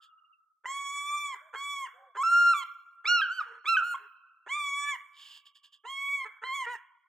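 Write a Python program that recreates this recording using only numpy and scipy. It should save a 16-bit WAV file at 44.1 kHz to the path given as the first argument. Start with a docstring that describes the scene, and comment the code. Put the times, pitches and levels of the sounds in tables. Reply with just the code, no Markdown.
"""An eagle on a bare branch, with a long diffuse echo from trees and banks over near silence.
0-0.8 s: a puff of air, the echo of an earlier note dies away, a small bird chirps far off.
0.6-5 s: yelps, a near-pure syrinx tone with strong overtones that jumps between registers; slack
membranes rasp at the note edges, and the eagle coos softly while drawing air.
5.1-5.8 s: a hiss through the open beak, then four pants. 5.8-6.8 s: the last yelps."""
import sys
import numpy as np
from scipy import signal
from scipy.fft import rfft, irfft, next_fast_len
from scipy.io import wavfile
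from scipy.ndimage import uniform_filter1d

SR = 44100
rng = np.random.default_rng(int(sys.argv[2]) if len(sys.argv) > 2 else 0)


def pcm_store(signal):
    """Save signal as 16-bit PCM."""
    levels = np.round(np.clip(np.atleast_2d(signal), -1, 1) * 32767)
    wavfile.write(sys.argv[1], SR, levels.astype(np.int16).T)


N = 312228
BAND_LIMIT_HZ = 15700

# Syrinx contours, one per note or register: t/s, f/Hz, fundamental/dB, 2nd harmonic/dB
YELP_CONTOURS = [
    [(.655, 964, -34.5, -26), (.675, 1039, -43, -47.5), (.7, 1078, -35.5, -48.5), (.725, 1101, -38, -44),
     (.77, 1121, -39, -44), (.88, 1119, -39.5, -45), (.96, 1140, -38, -40), (1.04, 1143, -41.5, -47.5),
     (1.1, 1164, -36, -39), (1.15, 1172, -30.5, -42.5), (1.24, 1161, -39, -39), (1.31, 1100, -40.5, -47.5),
     (1.35, 984, -41.5, -41.5)],
    [(1.555, 1063, -42, -45.5), (1.59, 1105, -41.5, -46.5), (1.64, 1135, -39.5, -40),
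     (1.72, 1141, -38.5, -45), (1.81, 1100, -39.5, -41.5), (1.85, 1049, -35.5, -47.5),
     (1.875, 872, -60, -39)],
    [(2.168, 1020, -42.5, -57.5), (2.19, 1029, -30, -48.5), (2.232, 1158, -28, -44)],
    [(2.232, 1309, -24.5, -49.5), (2.27, 1359, -24.5, -44.5), (2.33, 1386, -22, -44),
     (2.41, 1402, -20, -41.5), (2.5, 1383, -23, -44), (2.527, 1377, -22.5, -47.5), (2.54, 1284, -21, -40)],
    [(2.54, 1194, -29.5, -40.5), (2.57, 1159, -32, -44), (2.6, 1113, -37, -42.5), (2.64, 999, -47.5, -56)],
    [(3.052, 1031, -47, -30), (3.067, 1241, -38, -36), (3.087, 1418, -26.5, -27.5),
     (3.125, 1440, -22.5, -28.5), (3.16, 1424, -24.5, -31), (3.19, 1342, -28.5, -34),
     (3.215, 1262, -31, -34)],
    [(3.215, 1632, -23.5, -31.5), (3.24, 1519, -27.5, -41), (3.265, 1430, -38, -53.5),
     (3.295, 1380, -29, -56)],
    [(3.295, 1352, -32, -55.5), (3.325, 1523, -33.5, -51), (3.36, 1540, -55.5, -52),
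     (3.385, 1514, -33, -46), (3.4, 1386, -22.5, -52.5)],
    [(3.4, 1351, -31, -48.5), (3.415, 1204, -29, -52), (3.43, 1120, -56.5, -55.5)],
    [(3.655, 1058, -48.5, -35.5), (3.67, 1212, -36.5, -36), (3.69, 1354, -26, -28),
     (3.715, 1363, -26, -33.5), (3.74, 1323, -26.5, -31.5), (3.767, 1241, -27.5, -33)],
    [(3.767, 1553, -20.5, -36), (3.79, 1458, -25, -42.5), (3.82, 1295, -32, -52)],
    [(3.82, 1305, -26, -46), (3.85, 1422, -34, -55.5), (3.89, 1435, -35.5, -53), (3.92, 1426, -34.5, -54),
     (3.942, 1350, -30, -50.5)],
    [(3.942, 1086, -26.5, -54.5), (3.962, 1070, -40.5, -60)],
    [(4.475, 802, -56, -58), (4.492, 989.4, -44.5, -48.5), (4.515, 1110, -43, -32.5),
     (4.57, 1200, -34, -38.5), (4.64, 1143, -38.5, -35.5), (4.72, 1122, -39, -35.5),
     (4.8, 1146, -35.5, -36.5), (4.91, 1152, -40, -37), (4.94, 1048, -38, -33), (4.965, 917, -52.5, -45.5)],
    [(5.85, 898, -41.5, -60), (5.875, 1014, -46, -51), (5.905, 1088, -42, -50.5), (5.96, 1093, -46.5, -42),
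     (6.03, 1117, -43, -33), (6.1, 1120, -45, -33), (6.15, 1136, -45.5, -30.5), (6.2, 1089, -43, -38),
     (6.25, 1026, -40.5, -39)],
    [(6.435, 978, -42, -38), (6.465, 1055, -43.5, -44), (6.495, 1042, -37, -37.5),
     (6.525, 1055, -33.5, -39), (6.555, 1144, -40.5, -39), (6.59, 1082, -38.5, -39),
     (6.625, 1028, -35.5, -38), (6.66, 930, -50.5, -43)],
    [(6.66, 920, -45.5, -39.5), (6.71, 995, -39.5, -46.5), (6.745, 940, -40.5, -44), (6.77, 869, -62, -51)],
]
# Hoarseness with taut membranes, per note: 0-1
YELP_HOARSENESS = [.05, .05, .1, .03, .2, .05, .55, .33, .7, .05, .6, .28, .8, .08, .05, .12, .5]
# Timbre per note: taut f/Hz, 3rd harmonic/dB, drift/dB, 4th/dB, drift/dB, brightness (5th up)/dB,
# drift/dB, throat air/dB, treble lift/(dB/octave)
YELP_TIMBRES = [(1159.4, -45.5, -2.5, -61.5, -3, -51.5, -5.5, -69.5, -2.5),
                (1154, -45.5, 0, -62, -17.5, -54, 7, -74, 4.5),
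                (1130, -50, -2, -61.5, 0, -53.5, -1.5, -87, 2.5),
                (1410, -50, 11.5, -49.5, 6.5, -52, 2, -82, -0.5),
                (1140, -43.5, 6.5, -53.5, 8.5, -54.5, -2, -74.5, 6.5),
                (1425, -35.5, -8.5, -42, -10, -57, -18, -80.5, -3),
                (1600, -63, -6, -71.5, -8, -79, -2, -88, 2), (1500, -56, 6, -70.5, 3, -67, 3, -86.5, 4.5),
                (1410, -51, 4.5, -50.5, -2.5, -59, 4, -85.5, -5.5),
                (1327, -41, -22, -47, -16.5, -56.5, -5, -76.5, 4.5),
                (1480, -66, -16, -63.5, -5, -61.5, -6, -78, -4), (1425, -60.5, 2, -73, 0, -61.5, 9, -77, 9),
                (1240, -44, 0, -75, -4, -54, 4, -85, 3),
                (1145, -43.5, 0.5, -58.5, -8.5, -52, -0.5, -72, -5),
                (1137, -46, -12, -59, -9.5, -60, -6, -84, 7),
                (1130, -43, 3.5, -55.5, -5, -57, 14, -72, 4.5),
                (993, -55.5, 4, -68.5, -2, -68.5, 18, -68, 0)]
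# Windpipe dip on the 4th harmonic: f/Hz, gain/dB
WINDPIPE_NOTCH = [(4200, -0.5), (4400, -6), (4600, -10.5), (4900, -13), (5300, 0.5)]
# Harmonics 5-15: f/Hz, level/dB re brightness
UPPER_SPECTRUM = [(4600, -8.5), (5600, -6.5), (6800, 1), (8000, 0.5), (9200, -13), (10500, -16),
                  (12000, -16.5), (15000, -24.5)]
# Treble air noise: f/Hz, relative density/dB
FIZZ_SPECTRUM = [(3000, -38), (6000, -5.5), (9000, 8.5), (15500, 6.5)]
FIZZ_DB, FIZZ_HOARSE_DB, LIFT_FROM_HZ = -18, 6, 6970
# Change per unit of slack:
SLACK_3RD_DB, SLACK_4TH_DB, SLACK_BRIGHT_DB = -67, -60.5, -110
SLACK_AIR_DB, SLACK_LIFT_DB_OCT = 97, -100
BREAKING_SLACK = .155


def yelp(contour, taut_hoarse, taut_hz, third_db, third_drift_db, fourth_db, fourth_drift_db,
         bright_db, bright_drift_db, air_db, lift_db_oct):
    """Syrinx tone plus air noise; slack membranes sound dull and hoarse and leak more air."""
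    t, hz, first_db, second_db = per_sample(contour)
    count = len(t)
    hz = uniform_filter1d(hz, round(0.02 * SR), mode="nearest")  # muscles round off pitch turns
    slack = abs(1 - hz / taut_hz)
    hoarse = np.minimum(taut_hoarse + (slack / BREAKING_SLACK) ** 2, .9)
    wobble = .0005 * wander(count, .005) + .0015 * wander(count, .015)
    phase = 2 * np.pi * np.cumsum(hz * (1 + wobble)) / SR

    along = np.linspace(-.5, .5, count)
    third_db = third_db + third_drift_db * along + SLACK_3RD_DB * slack
    fourth_db = fourth_db + fourth_drift_db * along + SLACK_4TH_DB * slack
    bright_db = bright_db + bright_drift_db * along + SLACK_BRIGHT_DB * slack
    lift_db_oct = lift_db_oct + SLACK_LIFT_DB_OCT * slack
    levels_db = [first_db, second_db, third_db, fourth_db + lookup(WINDPIPE_NOTCH, 4 * hz)]
    for k in range(5, 16):
        octaves = np.log2(np.maximum(k * hz / LIFT_FROM_HZ, 1))
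        levels_db.append(bright_db + lookup(UPPER_SPECTRUM, k * hz) + lift_db_oct * octaves)

    tone = harmonics(hz, phase, levels_db, hoarse) + gain(first_db) * half_harmonics(t, hz, phase)
    fizz_db = bright_db + FIZZ_DB + FIZZ_HOARSE_DB * hoarse
    fizz = gain(fizz_db) * coloured(rng.standard_normal(count), FIZZ_SPECTRUM)
    air = growl(count, air_db + SLACK_AIR_DB * slack)
    to_edge_s = np.minimum(t - t[0], t[-1] - t)
    fade = np.sin(np.pi / 2 * np.minimum(1, to_edge_s / 0.0037)) ** 2
    return t[0], fade * (np.sqrt(2) * tone + fizz + air)


def harmonics(hz, phase, levels_db, hoarse):
    """Syrinx harmonics, each flickering on its own; higher ones break up first and smear wider."""
    count = len(hz)
    tone = 0
    for k, db in enumerate(levels_db, 1):
        noisy = np.clip(hoarse ** 2 * k / 3 + .05 * max(k - 8, 0), 0, 1)
        grain_s = .008 / max(k, 2)
        pure = np.sin(k * phase)
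        blur = wander(count, grain_s) * pure + wander(count, grain_s) * np.cos(k * phase)
        partial = np.sqrt(1 - noisy ** 2) * pure + noisy * blur / np.sqrt(2)
        flicker_db = np.interp(k, [1, 2, 7, 9], [.8, 2, 2, 4.5]) * wander(count, .014)
        swell_db = 2.5 * wander(count, .04) * (k > 3)
        tone += gain(db + flicker_db + swell_db) * partial * (k * hz < BAND_LIMIT_HZ)
    return tone


# Spells of pulse alternation: start t/s, deepest t/s, end t/s, depth/dB
ALTERNATIONS = [(4.732, 4.897, 4.96, -3), (6.633, 6.672, 6.8, 2.5)]
# Half harmonics at 0 dB depth: f/Hz, level/dB re fundamental
HALF_SPECTRUM = [(500, -6), (570, -49), (1300, 1), (1450, 3), (1750, 7.5), (2900, -17), (4000, -27.5),
                 (8000, -40.5)]


def half_harmonics(t, hz, phase, ends_db=-41):
    """Strong and weak pulses alternate, putting lines halfway between the harmonics."""
    depth = sum(gain(db + np.interp(t, times_s, [ends_db, 0, ends_db], -200, -200))
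                for *times_s, db in ALTERNATIONS)
    return depth * sum(gain(lookup(HALF_SPECTRUM, k * hz)) * np.sin(k * phase)
                       for k in np.arange(8) + .5)


def growl(count, db):
    """Leaking air rings the throat between the first two harmonics."""
    air = resonate_twice(rng.standard_normal(count), hz=1720, width_hz=240)
    return gain(db + 1.5 * wander(count, .04)) * unit_rms(air)


# Pulses at note edges: t/s, length/s, first rate/Hz, last rate/Hz, level/dB, roughness, chest gain/dB
RASP_BURSTS = [(0.635, 0.038, 398.4, 467, -46.5, 0.7, 0.5), (1.331, 0.052, 424, 388, -54, 0.48, -2),
               (1.525, 0.048, 323.1, 503.5, -38.5, 0.69, -3), (1.863, 0.036, 468, 401, -50.5, 0.75, -12),
               (2.144, 0.041, 346, 515, -39.5, 0.51, 1.5), (3.039, 0.023, 395.4, 506, -42.5, 0.61, -4),
               (3.393, 0.061, 550, 462, -56, 0.84, -24), (3.639, 0.028, 408.7, 460, -44.5, 1.04, -7),
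               (3.939, 0.029, 569, 457, -55, 0.73, -21), (4.457, 0.03, 386.4, 436, -47, 0.7, 2.5),
               (4.944, 0.04, 445, 405, -57, 1.1, -30), (5.834, 0.036, 409, 502, -49.5, 0.1, 4.5),
               (6.24, 0.045, 469, 405, -42, 0.3, -2.5), (6.411, 0.049, 425, 498, -41, 0.61, -2),
               (6.746, 0.018, 458, 378, -49, 0.32, 1.5)]


def rasp(start_s, length_s, first_hz, last_hz, db, rough, chest_db):
    """Slack membranes slap unevenly, with a puff of noise on each slap."""
    count = round(length_s * SR)
    rate_hz = np.linspace(first_hz, last_hz, count) * (1 + 0.084 * rough * wander(count, .002))
    cycles = np.cumsum(rate_hz) / SR
    slaps = sum(np.cos(2 * np.pi * k * cycles) for k in range(1, 24))
    puffs = (0.1 + np.exp(-(cycles % 1) / 0.057)) * rng.standard_normal(count)
    drive = (1 - rough) * unit_rms(slaps) + rough * unit_rms(puffs)
    return start_s, gain(db) * throat(drive, chest_db) * np.hanning(count)


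# Windpipe and beak resonances: f/Hz, width per pass/Hz, gain/dB
THROAT_MODES = [(963, 325, 2), (1483, 454, 10.5), (3360, 230, -14), (6200, 2100, -27.5)]
CHEST_HZ, CHEST_WIDTH_HZ = 457, 260


def throat(drive, chest_db):
    """Chest, windpipe and beak resonances, each applied twice for deep valleys."""
    modes = [(CHEST_HZ, CHEST_WIDTH_HZ, chest_db)] + THROAT_MODES
    return unit_rms(sum((-1) ** k * gain(db) * resonate_twice(drive, hz, width_hz)
                        for k, (hz, width_hz, db) in enumerate(modes)))


# Opening puff, long hiss, four pants: t/s, rise/s, hold/s, level/dB
HISS_BURSTS = [(.004, 0.039, .002, -59), (5.118, 0.1, 0.16, -53.5), (5.449, 0.015, .008, -56.5),
               (5.543, 0.016, 0.009, -58.5), (5.627, 0.017, 0.014, -58), (5.716, 0.018, 0.013, -58.5)]
# Open beak: f/Hz, relative density/dB
HISS_SPECTRUM = [(410, -79), (700, -31), (968, -16.5), (1150, -16), (1390, -29.5), (1670, -8), (2000, -23),
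                 (2310, -21), (2460, -20), (2800, -1.5), (3250, 2.5), (3650, -3.5), (4000, -14),
                 (4700, -8.5), (5150, -10.5), (5640, -26.5), (6850, -16), (7900, -20), (9110, -29.5),
                 (15500, -31.5)]
HISS_RISE_DB, HISS_FALL_DB_PER_S, HISS_FALL_S = 27, 516, 0.066


def hiss(start_s, rise_s, hold_s, db):
    """Air forced through the open beak, fluttering: rise, hold, release."""
    t = times(rise_s + hold_s + HISS_FALL_S)
    attack_db = -HISS_RISE_DB * np.maximum(1 - t / rise_s, 0) ** 2
    release_db = -HISS_FALL_DB_PER_S * np.maximum(t - rise_s - hold_s, 0)
    air = coloured(rng.standard_normal(len(t)), HISS_SPECTRUM)
    flutter_db = 0.7 * wander(len(t), .003)
    envelope = gain(db + attack_db + release_db + flutter_db) * signal.windows.tukey(len(t), .1)
    return start_s, envelope * air


# Breaths at breaks and after notes: t/s, length/s, beak level/dB, throat level/dB, end swell/dB
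BREATHS = [(1.335, 0.17, -57.5, -58.5, 11.5), (1.858, 0.25, -66.5, -61, 16), (2.626, 0.71, -59, -77.5, 21),
           (3.2, 0.09, -55, -78.5, 8), (3.288, 0.13, -69.5, -71.5, 9), (3.39, 0.21, -57.5, -49.5, 4),
           (3.763, 0.075, -57, -73, 5), (3.849, 0.12, -59, -67, 10), (3.921, 0.17, -67, -54.5, -4),
           (4.94, 0.21, -52.5, -69.5, -5), (6.237, 0.16, -73, -59, 17), (6.643, 0.083, -66, -63, 6),
           (6.73, .035, -58, -59, 6), (6.765, 0.077, -88, -75, -5)]
# Half-shut beak: f/Hz, relative density/dB
BEAK_SPECTRUM = [(2500, -36), (4000, 7), (6500, -2.5), (9000, 4.5), (15500, 0)]
BEAK_TRIM_DB, BEAK_DROP_DB, BEAK_DROP_S, THROAT_FALL_DB_PER_S = -2.5, 30, 0.033, 40.5


def breath(start_s, length_s, beak_db, throat_db, swell_db):
    """Air drawn through half-shut beak and throat: the beak hiss drops fast, the throat slowly."""
    t = times(length_s)
    swell_db = swell_db * np.exp((t - length_s) / 0.011)
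    beak_db = beak_db - BEAK_DROP_DB * (1 - np.exp(-t / BEAK_DROP_S)) + swell_db
    throat_db = throat_db - THROAT_FALL_DB_PER_S * t + .4 * swell_db
    beak_air = gain(beak_db + BEAK_TRIM_DB) * coloured(rng.standard_normal(len(t)), BEAK_SPECTRUM)
    throat_air = gain(throat_db) * throat(rng.standard_normal(len(t)), chest_db=-12)
    flutter = gain(1.5 * wander(len(t), 0.0065))
    return start_s, flutter * (beak_air + throat_air) * signal.windows.tukey(len(t), .15)


# Tones while drawing air: t/s, length/s, first f/Hz, middle f/Hz, last f/Hz, level/dB, drift/dB
COO_TONES = [(1.395, .13, 500, 642, 585, -66, 0), (1.925, .21, 660, 780, 620, -66, 0),
             (1.92, .21, 453, 550, 480, -70, -2), (3.45, .17, 485, 468, 448, -66, -16),
             (3.97, .11, 452, 425, 390, -68, 4)]


def coo(start_s, length_s, first_hz, middle_hz, last_hz, db, drift_db, ends_db=-18.5):
    """A soft wavering tone that glides through three pitches as its level arches."""
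    count = round(length_s * SR)
    along = np.linspace(-1, 1, count)
    hz = middle_hz + (np.where(along < 0, first_hz, last_hz) - middle_hz) * along ** 2
    tone = np.sin(2 * np.pi * np.cumsum(hz + 14 * wander(count, .004)) / SR)
    level_db = db + drift_db * along / 2 + ends_db * along ** 4 + 3.5 * wander(count, 0.023)
    return start_s, np.sqrt(2) * gain(level_db) * tone * signal.windows.tukey(count, .2)


# Small bird: t/s, length/s, first f/Hz, middle f/Hz, last f/Hz, level/dB, drift/dB
FAR_CHIRPS = [(.095, 0.031, 2810, 2830, 2830, -75.5, -3), (0.175, 0.027, 2720, 2840, 2880, -74.5, 6),
              (0.243, 0.031, 2730, 2820, 2790, -71.5, -8), (0.327, 0.03, 2900, 2700, 2705, -69.5, -4)]


def chirp(*row):
    """A small bird far off: a brief high tone, shaped like a coo."""
    return coo(*row)


# Near reflections: delay/s, left gain, right gain
REFLECTIONS = [(.004, 0.014, 0.0008), (.009, -0.08, 0.019), (0.016, 0.017, -0.096), (.026, .1, .15),
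               (.034, -0.077, 0.063)]
# Diffuse echo: f/Hz, early T60/s, relative level/dB
ECHO_BANDS = [(400, 0.29, -16.5), (1160, 0.78, 3.5), (1780, 0.23, 12.5), (2520, 0.41, 10), (3980, 0.42, 2),
              (8050, 0.44, -3), (15360, 0.69, 8.5)]
ECHO_DB, FAR_BANKS_DB, FAR_BANKS_STRETCH = -12, -18.5, 4.18


def echo(dry):
    """Trees and banks: near reflections, then a diffuse tail, each band dying at its own rate."""
    size = 2 * SR
    taps = np.zeros((3, size))  # shared, left, right
    slots = np.arange(800, size - 20, 20)
    arrivals = slots + rng.integers(0, 20, (3, len(slots)))
    np.put_along_axis(taps, arrivals, rng.choice([-1., 1.], arrivals.shape), 1)
    hz, t, bands = signal.stft(taps[0] + .5 * taps[1:], SR, nperseg=256)
    fall_db = 60 * t / lookup(ECHO_BANDS, hz)[:, None]
    decay = gain(-fall_db) + gain(FAR_BANKS_DB - fall_db / FAR_BANKS_STRETCH)
    colour = gain(lookup(ECHO_BANDS, hz, column=2))[:, None]
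    tail = signal.istft(bands * decay * colour, SR, nperseg=256)[1]
    response = tail * gain(ECHO_DB) / np.linalg.norm(tail[0])
    for delay_s, *gains in REFLECTIONS:
        response[:, round(delay_s * SR)] += gains
    return signal.fftconvolve(dry[None], response, axes=1)[:, :N]


def dying_echo(length_s=0.77, db=-60.5):
    """The echo of an earlier note: narrow stereo noise, fading ever faster."""
    t = times(length_s)
    noise = rng.standard_normal(len(t)) + 1.54 * rng.standard_normal((2, len(t)))
    ring = unit_rms(resonate_twice(noise, hz=1283, width_hz=101))
    fall_db = 14.5 * t + 56 * t ** 3
    fade = np.minimum((length_s - t) / 0.024, 1)
    return gain(db - fall_db) * ring * fade


# Electronic noise floor: f/Hz, relative density/dB
CIRCUIT_SPECTRUM = [(100, 3), (3000, 0.5), (9000, 1.5), (15500, -3.5)]


def circuit_hiss(db=-100):
    """Steady circuit noise, independent per channel."""
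    return gain(db) * np.array([coloured(side, CIRCUIT_SPECTRUM) for side in rng.standard_normal((2, N))])


# Suppressor threshold tilt: f/Hz, offset/dB
THRESHOLD_TILT = [(4000, 10), (9000, -6.5)]


def suppress(x, threshold_db=-100, cut_db_per_db=0.93):
    """A noise suppressor turns down bins under its threshold, so faint tails thin out."""
    hz, _, bins = signal.stft(x, SR, nperseg=1024, noverlap=768)
    power = (abs(bins) ** 2).mean(0)
    power = uniform_filter1d(uniform_filter1d(power, size=3, axis=0), size=3, axis=1)
    level_db = 10 * np.log10(abs(power) + 1e-20)
    under_db = np.clip(threshold_db + lookup(THRESHOLD_TILT, hz)[:, None] - level_db, 0, 40)
    return signal.istft(bins * gain(-cut_db_per_db * under_db), nperseg=1024, noverlap=768)[1][:, :N]


# Microphone ports: f/Hz, left minus right level/dB, left phase lead/rad
PORT_BALANCE = [(500, 0, 0.22), (1120, -1.5, 0.4), (1441, -1.5, -0.5), (2280, -1.7, -0.29), (2630, -6, 1),
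                (3230, -4, 0.52), (3900, -1, 1), (4840, 4.5, 1), (5600, -1.5, 1), (7650, -1.5, 0.47),
                (8600, -9, 0.22), (10300, -2.5, 0)]


def microphone_ports(dry):
    """Two close ports hear each band at their own level and phase."""
    size = next_fast_len(N + 4096)
    hz = np.fft.rfftfreq(size, 1 / SR)
    left = gain(lookup(PORT_BALANCE, hz) / 2) * np.exp(.5j * lookup(PORT_BALANCE, hz, column=2))
    return irfft(rfft(dry, size) * np.array([left, 1 / left]), size)[:, :N]


def gain(db):
    return 10 ** (np.asarray(db) / 20)


def unit_rms(x):
    return x / np.sqrt(np.mean(x ** 2) + 1e-20)


def times(length_s):
    return np.arange(round(length_s * SR)) / SR


def lookup(table, hz, column=1):
    """Interpolates a column over log frequency."""
    columns = np.transpose(table)
    return np.interp(np.log(hz + 1), np.log(columns[0] + 1), columns[column])


def per_sample(contour):
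    """Interpolates timed rows to one value a sample."""
    knots_s, *columns = np.transpose(contour)
    t = np.arange(knots_s[0], knots_s[-1], 1 / SR)
    return t, *(np.interp(t, knots_s, column) for column in columns)


def wander(count, smooth_s):
    """Smooth random drift, rms 1."""
    size = max(round(smooth_s * SR), 1)
    return unit_rms(uniform_filter1d(uniform_filter1d(rng.standard_normal(count), size), size))


def coloured(x, spectrum):
    """Imposes a spectral shape, rms 1."""
    hz = np.fft.rfftfreq(len(x), 1 / SR)
    return unit_rms(irfft(rfft(x) * gain(lookup(spectrum, hz)), len(x)))


def resonate_twice(x, hz, width_hz):
    """Two passes of a unity-gain resonance: shift to 0 Hz, smooth, shift back."""
    carrier = np.exp(2j * np.pi * hz * np.arange(x.shape[-1]) / SR)
    pole = np.exp(-np.pi * width_hz / SR)
    for _ in range(2):
        x = 2 * (carrier * signal.lfilter([1 - pole], [1, -pole], x / carrier)).real
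    return x


def add(mix, start_s, sound):
    part = mix[..., round(start_s * SR):][..., :sound.shape[-1]]
    part += sound[..., :part.shape[-1]]


def scene():
    """Both birds in mono, their echoes in stereo."""
    birds = np.zeros(N)
    for contour, hoarse, timbre in zip(YELP_CONTOURS, YELP_HOARSENESS, YELP_TIMBRES):
        add(birds, *yelp(contour, hoarse, *timbre))
    for source, table in [(rasp, RASP_BURSTS), (coo, COO_TONES), (chirp, FAR_CHIRPS),
                          (hiss, HISS_BURSTS), (breath, BREATHS)]:
        for row in table:
            add(birds, *source(*row))
    background = np.zeros((2, N))
    add(background, 0, dying_echo())
    return birds + echo(birds) + background


def record(dry):
    """Ports, bass cut, suppressor, circuit hiss, band limit."""
    bass_cut = signal.butter(2, 300, "high", fs=SR, output="sos")
    thin = signal.sosfilt(bass_cut, microphone_ports(dry))
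    band_limit = signal.firwin(511, BAND_LIMIT_HZ, window=("kaiser", 9), fs=SR)
    return signal.oaconvolve(suppress(thin) + circuit_hiss(), band_limit[None], "same")


dry = scene()
out = record(dry)
pcm_store(out)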